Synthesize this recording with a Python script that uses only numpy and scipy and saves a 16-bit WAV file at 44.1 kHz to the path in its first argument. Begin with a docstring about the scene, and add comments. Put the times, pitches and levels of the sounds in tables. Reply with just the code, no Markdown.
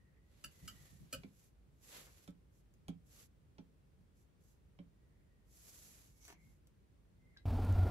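"""A spoon clacks in a bowl on a quiet desk, then a stylus taps the glass of a tablet on a stand,
while a knitted sleeve swishes. Contacts ring the modes of bowl, glass and stand; wool hisses
with the arm's speed. Near the end the scene switches abruptly to an idling vehicle: engine
firings boom in the cabin and street noise comes through its open door."""
import sys
import numpy as np
from scipy import signal
from scipy.fft import rfft, irfft, next_fast_len
from scipy.io import wavfile

SR = 44100
rng = np.random.default_rng(int(sys.argv[2]) if len(sys.argv) > 2 else 0)


def transcribe(u):
    """Save the signal u as a 16-bit wav file named by the first command-line argument.

    u: samples, shape (n,) or (channels, n), limited to [-1, 1]; the rate is SR.
    q: integer samples, one column per channel.
    """
    v = np.clip(np.atleast_2d(u).T, -1, 1)
    q = np.round(v * 32767).astype(np.int16)
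    wavfile.write(sys.argv[1], SR, q)


N = 348742
T = np.arange(N) / SR
AGE = T[:SR // 3]   # time since a contact
BIN_HZ = np.fft.rfftfreq(2 * next_fast_len(N // 2 + 1), 1 / SR)
CABIN_START_S = 7.455


def spoon(fade_db=9, strike_db=6, bite_s=0.00083, scrape_db=-6, twin_spread=0.068):
    """The spoon strikes the wall, skids and chatters; the bowl rings briefly in the hand."""
    # t/s, level/dB, chatter/s, body/dB, grip pitch factor, mode favoured by the spot/Hz, boost/dB
    clacks = [(0.4395, -51, 0.011, -9.5, 1.0, 2830, 6), (0.676, -51.5, 0.019, -20, 0.95, 6700, 7.5),
              (1.126, -45, 0.025, 0.5, 0.955, 2480, 8)]
    # modes of bowl and spoon: f/Hz, level/dB, t60/s
    bowl_modes = [(270, 1.5, 0.12), (590, 1.5, 0.056), (1331, 4, 0.044), (1530, 1, 0.021),
                  (2487, -4.5, 0.036), (2887, 4, 0.042), (3000, 1.5, 0.068), (4560, 2, 0.024),
                  (5025, 2, 0.016), (6700, -4.5, 0.022), (7840, 1, 0.05), (10380, 3, 0.02),
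                  (11730, 3.5, 0.027), (12950, 8, 0.02)]
    out = np.zeros(N)
    for s, db, length_s, body_db, grip, spot_hz, spot_db in clacks:
        drive = chatter(length_s, fade_db, grit_db=6) + from_db(strike_db) * chatter(0.005, fade_db)
        drive *= 1 - np.exp(-AGE / bite_s)
        ring = 0
        for hz, mode_db, t60 in bowl_modes:
            # low modes follow the knock's weight, high ones its position
            knock_db = body_db * (hz < 1000) + spot_db * favoured(hz, spot_hz)
            gain = from_db(mode_db + knock_db + rng.normal(0, 1))
            held_hz = hz * (grip if hz < 1400 else rng.normal(1, .004))
            # out-of-round bowl: each mode has a shorter twin
            twin_hz = held_hz * (1 + twin_spread * rng.normal())
            pair = [(held_hz, 0, t60), (twin_hz, 0, t60 / 2)]
            # a small bowl radiates little below each mode
            ring += gain * rms_one(resonate(cut(drive, 0.46 * hz, "high"), pair))
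        scrape = from_db(scrape_db) * rms_one(cut(drive, [2500, 13000], "band"))
        add(out, s, db, rms_one(ring) + scrape)
    return in_room(out, lag_ms=0.037, pan_db=-1.0, wet_db=-6)


def stylus(press_s=0.00388, bounce_s=0.01092, bounce_db=-8, lift_s=0.067, lift_db=-16,
           spot_db=5, touch_db=22, crack_db=-2):
    """The tip ticks on glass; the tablet rocks, bounces once and stirs again as the tip lifts."""
    # t/s, thud/dB, tick/dB, tip cutoff/Hz, contact/s, stand sway/dB, hollow knock/Hz, knock/dB,
    # stand pitch factor, glass mode favoured by the spot/Hz
    taps = [(1.235, -55, -65, 2920, 0.002, -5.5, 497, -68, 0.96, 2330),
            (2.277, -53, -65.5, 5960, 0.0038, 0.5, 560, -67, 1.068, 1320),
            (2.8826, -45, -60.5, 8200, 0.0035, 0.5, 778, -63, 1.014, 3110),
            (3.583, -55.5, -69, 3000, 0.0018, -0.5, 852, -72.5, 0.987, 5800),
            (4.789, -54, -70, 2100, 0.003, 4.5, 560, -67.5, 1.06, 3200)]
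    # tablet rocking on its stand: f/Hz, level/dB, t60/s
    stand_modes = [(166.2, 1.5, 0.13), (211.5, 0.5, 0.11), (266.4, 3, 0.08), (325, 2.5, 0.041),
                   (423, 4, 0.053), (720, 5, 0.017)]
    # glass and pen barrel: f/Hz, level/dB, t60/s
    glass_modes = [(970, 8.1, 0.0086), (1316, 1, 0.032), (2330, 7, 0.013), (3160, 11.8, 0.011),
                   (3690, 6.6, 0.0033), (5800, 5.9, 0.0083)]
    thuds, ticks = np.zeros(N), np.zeros(N)
    for s, thud_db, tick_db, tip_hz, contact_s, sway_db, knock_hz, knock_db, pitch, spot_hz in taps:
        push = AGE / contact_s * np.exp(-5 * AGE / contact_s)
        bounce = from_db(bounce_db) * np.interp(AGE - bounce_s, AGE, push)
        stand = [(hz * pitch, db + sway_db * (k == 0), t60)
                 for k, (hz, db, t60) in enumerate(stand_modes)]
        rocking = resonate(push + bounce, stand)
        knock = cut(resonate(push, [(knock_hz, 0, 0.051)]), knock_hz, "high")
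        add(thuds, s + press_s, thud_db, rocking)
        add(thuds, s + press_s / 2, knock_db, knock)
        add(thuds, s + lift_s, thud_db + lift_db, cut(rocking, 170))
        glass = [(hz, db + spot_db * favoured(hz, spot_hz), t60) for hz, db, t60 in glass_modes]
        touch = from_db(touch_db) * (AGE == 0)
        skid = chatter(0.02, fade_db=25)
        tip = cut(touch + skid, tip_hz, order=1)
        crack = from_db(crack_db) * rms_one(cut(tip, 2 * tip_hz))
        add(ticks, s, tick_db, rms_one(resonate(tip, glass)) + crack)
    return (in_room(thuds, lag_ms=0.31, pan_db=-3.0, wet_db=-6.5)
            + in_room(ticks, lag_ms=0.301, pan_db=-3.5, wet_db=-7.5))


def handling():
    """Dry ticks of pen and fingers, crackling cuff snags and one creak."""
    # light contacts: t/s, level/dB
    ticks = [(2.305, -83), (2.739, -82.5), (6.251, -67.5), (6.28, -66), (6.326, -79), (6.671, -79)]
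    # cuff catching on the desk: t/s, level/dB, length/s, f/Hz
    snags = [(2.066, -67.5, 0.035, 607), (6.279, -65, 0.02, 1410), (6.301, -64.5, 0.0087, 1300),
             (6.325, -67.5, 0.0056, 600)]
    # slips of the creak: t/s, level/dB, length/s, f/Hz, t60/s
    slips = [(7.364, -69.5, 0.011, 1590, 0.022), (7.3715, -68.5, 0.0037, 3850, 0.0069),
             (7.372, -76, 0.002, 4700, 0.0055)]
    out = np.zeros(N)
    for s, db in ticks:
        add(out, s, db, tick())
    for s, db, length_s, hz in snags:
        crackle = chatter(length_s, fade_db=4.7, grit_db=8)
        add(out, s, db, cut(crackle, [hz / 5.4, hz * 1.6], "band", order=1))
    for s, db, length_s, hz, t60 in slips:
        creak = resonate(chatter(length_s, fade_db=7), [(hz, 0, t60)])
        add(out, s, db, cut(creak, hz / 2, "high"))
    return in_room(out, lag_ms=0.13, pan_db=0.5, wet_db=-6.0)


def sleeve(hiss_exponent=0.77, arm_rest_db=-72.5):
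    """Wool fibres catch and slip: fine hiss, fuller rub under pressure, dull bumps of the arm."""
    # arm strokes: peak t/s, rise/s, fall/s, hiss/dB, rub/dB
    strokes = [(.4, .2, 0.37, -85, -81.5), (.83, 0.48, 0.24, -72.5, -74.5), (1.11, 0.17, 0.3, -80, -78),
               (1.429, 0.13, 0.1, -76.5, -82), (1.86, 0.059, 0.092, -70.5, -75),
               (1.955, 0.087, 0.14, -63.5, -61.5), (2.2, 0.52, .14, -74.5, -76.5),
               (2.58, 0.091, 0.055, -83, -100), (3.21, 0.18, 0.074, -68, -72.5),
               (4.2, 0.066, 0.068, -83, -94), (4.47, 0.085, 0.13, -80.5, -90),
               (5.711, 0.27, 0.32, -65.5, -73.5), (5.97, 0.21, 0.23, -70.5, -75),
               (6.29, 0.17, 0.064, -71, -78.5), (6.48, 0.16, 0.14, -83, -89.5)]
    # forearm and bowl on the desk: t/s, level/dB
    arm_bumps = [(.47, -60), (.65, -58.5), (0.728, -60.5), (0.821, -64), (.93, -62.5), (1.025, -60),
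                 (1.166, -56), (1.27, -72), (4.007, -70), (6.47, -68.5)]
    # cuff brushing close by: peak t/s, rise/s, fall/s, level/dB
    cuff_passes = [(6.245, 0.062, 0.14, -65.5)]
    # cuff's bright peak: f/Hz, level/dB, t60/s
    cuff_modes = [(6100, 0, 0.0063)]
    # bright sleeve hiss, with a notch near 9 kHz in the mid channel: f/Hz, density/dB
    hiss_spectrum = [(800, -17), (1600, -17), (3000, -8.5), (6300, 6), (8000, 4), (9200, -19.5),
                     (10800, 8.5), (13000, 0.5), (15500, -11)]
    # fuller rub and dull bumps: f/Hz, density/dB
    rub_spectrum = [(120, -32), (250, 5), (550, 6), (800, 0.5), (1300, 0.5), (2500, 2), (4500, 0.5),
                    (9000, -29), (15000, -23)]
    bump_spectrum = [(22, -40), (50, 5.5), (110, 4.5), (165, 5.5), (260, -10), (500, -26.5), (1500, -44.5)]
    slide, drag = 0, 0
    for s, rise_s, fall_s, hiss_db, rub_db in strokes:
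        speed = swell(s, rise_s, fall_s)
        slide += from_db(hiss_db) * speed ** hiss_exponent
        drag += from_db(rub_db) * speed
    catching = from_db(drift(600) + 1.24 * drift(70))
    wool = catching * (slide * wide(hiss_spectrum) + drag * wide(rub_spectrum))
    cuff = swells(cuff_passes) * catching * rms_one(resonate(rng.standard_normal((2, N)), cuff_modes))
    arm = from_db(arm_rest_db) + swells((s, 0.044, 0.07, db) for s, db in arm_bumps)
    bumps = arm * from_db(2 * drift(17)) * wide(bump_spectrum)
    return pan(wool + cuff + bumps, pan_db=-1.64)


def engine(firing_hz=93.25, wander=0.024, idle_db=-35, panels_db=-49, jolt_s=0.023):
    """Firings boom in the cabin and shake its panels; two jolts add a brief rumble."""
    # engine orders: multiple of the firing rate, level/dB
    orders = [(.42, -15), (1, -2.5), (3, -20)]
    # surges of the boom: peak t/s, rise/s, fall/s, level/dB
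    surges = [(7.709, 0.029, 0.04, -26), (7.838, 0.1, 0.016, -28.5)]
    # cabin panels: f/Hz, level/dB, t60/s
    panel_modes = [(243.4, 10.5, 0.145), (444, 1.5, 0.091), (660, -2, 0.06)]
    # cabin jolts: peak t/s, level/dB
    jolts = [(7.588, -43.5), (7.862, -43)]
    phase = 2 * np.pi * np.cumsum(firing_hz * (1 + wander * drift(60))) / SR
    # cabin air resonance swells at the firing rate; other orders stay steadier
    surging = from_db(idle_db) + swells(surges)
    boom = 0
    for multiple, db in orders:
        envelope = surging if multiple == 1 else from_db(idle_db + 2 * drift(27))
        boom += np.sqrt(2) * from_db(db) * envelope * np.sin(multiple * phase)
    shaking = rng.standard_normal(N) * from_db(5 * (np.cos(phase) + drift(25)))
    buzz = from_db(panels_db) * rms_one(resonate(shaking, panel_modes))
    jolting = swells((s, jolt_s, jolt_s, db) for s, db in jolts)
    rumble = rms_one(cut(rng.standard_normal(N), [190, 460], "band"))
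    return boom + buzz + jolting * rumble


def street(start_db=-39, growth_db_per_s=4, rough_db=1.5):
    """Growing traffic rumble and rough, gliding whines enter by the open door."""
    # street whines: peak t/s, fade/s, f/Hz, glide/(Hz/s), level/dB
    whines = [(7.595, 0.02, 830, 308, -44.5), (7.66, 0.084, 900, -800, -54), (7.81, 0.12, 710, 646, -51),
              (7.8, 0.32, 1390, 52, -57)]
    # traffic: f/Hz, density/dB
    traffic_spectrum = [(22, 1), (70, 3.5), (130, -10), (250, -12.5), (450, -22.5), (800, -17.5),
                        (1150, -27.5), (2200, -37), (4800, -43), (6500, -50)]
    whine = from_db(2 * drift(90)) * gliding(whines, waver_hz=50 * drift(300))
    growth_db = growth_db_per_s * np.maximum(T - CABIN_START_S, 0)
    return whine + from_db(start_db + growth_db + rough_db * drift(110)) * coloured(traffic_spectrum)


def rattle():
    """A loose part in the cabin clicks twice."""
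    # clicks: t/s, level/dB
    clicks = [(7.648, -71), (7.725, -69)]
    out = np.zeros(N)
    for s, db in clicks:
        add(out, s, db, tick())
    return out


def room_tone(murmur_db=-69.5):
    """Low room murmur and faint whistles that keep breaking up into a breathy band."""
    # murmur: f/Hz, density/dB
    murmur_spectrum = [(22, -25.5), (50, 5), (110, -6), (160, -13), (250, -13.5), (450, -18), (750, -28.5),
                       (2200, -34), (5000, -40.5), (14000, -47.5)]
    # thin whistles: peak t/s, fade/s, f/Hz, glide/(Hz/s), level/dB
    whistles = [(.08, 0.48, 1904, 116, -82), (.76, 0.33, 1926, -500, -71.5), (5.25, 0.47, 1924, -31, -85.5),
                (6.35, 0.28, 2170, -300, -74.5), (7.33, 0.21, 2076, -53, -75.5)]
    unsteady = from_db(5 * drift(14))
    waver_hz = 70 * unsteady * np.array([drift(400), drift(400)]) + 20 * drift(12)
    murmur = from_db(murmur_db) * wide(murmur_spectrum)
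    return murmur + from_db(2 * drift(70)) * gliding(whistles, waver_hz)


def in_room(x, lag_ms, pan_db, wet_db):
    """Direct sound arrives on the right first; walls and desk add a short diffuse tail."""
    # room decay: f/Hz, t60/s
    decay = [(100, 0.16), (3000, 0.16), (15000, 0.057)]
    size = next_fast_len(N)
    delay = np.exp(-2j * np.pi * np.fft.rfftfreq(size, 1 / SR) * lag_ms / 1000)
    direct = np.array([irfft(rfft(x, size) * delay, size)[:N], x])
    edges_hz, tail = np.geomspace(80, 16000, 9), 0
    for low, high in zip(edges_hz, edges_hz[1:]):
        fade = from_db(-60 * AGE / at_hz(decay, np.sqrt(low * high)))
        tail += cut(rng.standard_normal((2, len(AGE))), [low, high], "band") * fade
    tail = rms_one(tail * (AGE > .002)) / np.sqrt(len(AGE))
    echo = signal.fftconvolve(x[None], tail, axes=1)[:, :N]
    return pan(direct + from_db(wet_db) * echo, pan_db)


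def chatter(length_s, fade_db, grit_db=0):
    """A fading run of tiny contacts; grit makes single ones stand out."""
    contacts = rng.standard_normal(len(AGE))
    knots_s = AGE[::40]
    grit = from_db(grit_db * np.interp(AGE, knots_s, rng.uniform(-1, 1, len(knots_s))))
    return contacts * grit * from_db(-fade_db * AGE / length_s) / (1 + (AGE / length_s) ** 12)


def tick():
    """A tiny, bright, dry click."""
    return cut(chatter(0.0065, fade_db=21), [2200, 12000], "band", order=1)


def favoured(hz, spot_hz, width_oct=0.056):
    """Coupling of the struck spot: 1 for its own mode, 0 for distant ones."""
    return np.exp(-(np.log2(hz / spot_hz) / width_oct) ** 2)


def resonate(drive, modes):
    """Drive decaying modes (f/Hz, level/dB, t60/s), signs alternating."""
    out = 0
    for k, (hz, db, t60) in enumerate(modes):
        radius, angle = from_db(-60 / (t60 * SR)), 2 * np.pi * hz / SR
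        poles = [1, -2 * radius * np.cos(angle), radius * radius]
        out += (-1) ** k * from_db(db) * signal.lfilter([np.sin(angle)], poles, drive + 1e-18)
    return out


def gliding(rows, waver_hz):
    """Tones that swell, glide and fade with a common waver."""
    waver_cycles = np.cumsum(waver_hz, axis=-1) / SR
    out = 0
    for s, fade_s, hz, hz_per_s, db in rows:
        cycles = hz * (T - s) + hz_per_s * (T - s) ** 2 / 2 + waver_cycles
        out += from_db(db) * swell(s, fade_s, fade_s) * np.sin(2 * np.pi * cycles)
    return out


def swell(s, rise_s, fall_s):
    """Smooth hump: 0 at rest, 1 at time s."""
    distance = np.maximum((s - T) / rise_s, (T - s) / fall_s)
    return np.cos(np.pi / 2 * distance) ** 2 * (distance < 1)


def swells(rows):
    """Sum of humps (peak t/s, rise/s, fall/s, level/dB)."""
    return sum(from_db(db) * swell(s, rise_s, fall_s) for s, rise_s, fall_s, db in rows)


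def drift(rate_hz):
    """Random wander, spread about 1."""
    return np.interp(T * rate_hz, np.arange(N // 20), rng.standard_normal(N // 20))


def coloured(spectrum, extra_db=0):
    """Noise of a given spectrum at rms 1, then shaded by extra_db."""
    gain = from_db(at_hz(spectrum, BIN_HZ)) * (BIN_HZ > 12)
    white = rng.standard_normal(len(BIN_HZ)) + 1j * rng.standard_normal(len(BIN_HZ))
    return irfft(white * rms_one(gain) * from_db(extra_db))[:N] * np.sqrt(len(BIN_HZ))


def wide(spectrum):
    """Stereo noise: alike in the bass, mostly unrelated or opposed in the treble."""
    # stereo width: f/Hz, side minus mid/dB
    width = [(40, -12.5), (120, -6.5), (400, -2.5), (1200, 0.5), (6000, -1.5), (9000, 9), (12000, -7),
             (15000, 6.5)]
    mid = coloured(spectrum)
    side = coloured(spectrum, at_hz(width, BIN_HZ))
    return np.array([mid + side, mid - side])


def add(track, s, db, sound):
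    """Place a sound; db is its rms if packed into 30 ms."""
    start = round(s * SR)
    packed_rms = np.sqrt(np.sum(sound ** 2) / (.03 * SR))
    track[start:start + len(sound)] += (from_db(db) * sound / packed_rms)[:N - start]


def pan(x, pan_db):
    """Set the balance, left minus right."""
    return x * from_db([[pan_db / 2], [-pan_db / 2]])


def cut(x, hz, kind="low", order=2):
    """Butterworth filter."""
    sos = signal.butter(order, np.clip(hz, 10, .45 * SR), kind, fs=SR, output="sos")
    return signal.sosfilt(sos, x)


def at_hz(points, hz):
    """Read a table on a log-frequency axis."""
    knots_hz, values = np.transpose(points)
    return np.interp(np.log(hz + 1e-3), np.log(knots_hz), values)


def from_db(db):
    """Decibels to gain."""
    return 10 ** (np.asarray(db) / 20)


def rms_one(x):
    """Scale to unit rms."""
    return x / np.sqrt(np.mean(x ** 2) + 1e-20)


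def scene():
    """The desk in stereo, then a 1 ms switch to the cabin in mono."""
    desk = spoon() + stylus() + handling() + sleeve() + room_tone()
    cabin = rattle() + engine() + street()
    inside = np.clip((T - CABIN_START_S) / .001, 0, 1)
    return (1 - inside) * desk + inside * cabin


def record(dry):
    """Steep low-pass at 15.6 kHz."""
    return signal.sosfilt(signal.ellip(10, .2, 80, 15600, fs=SR, output="sos"), dry)


dry = scene()
out = record(dry)
transcribe(out)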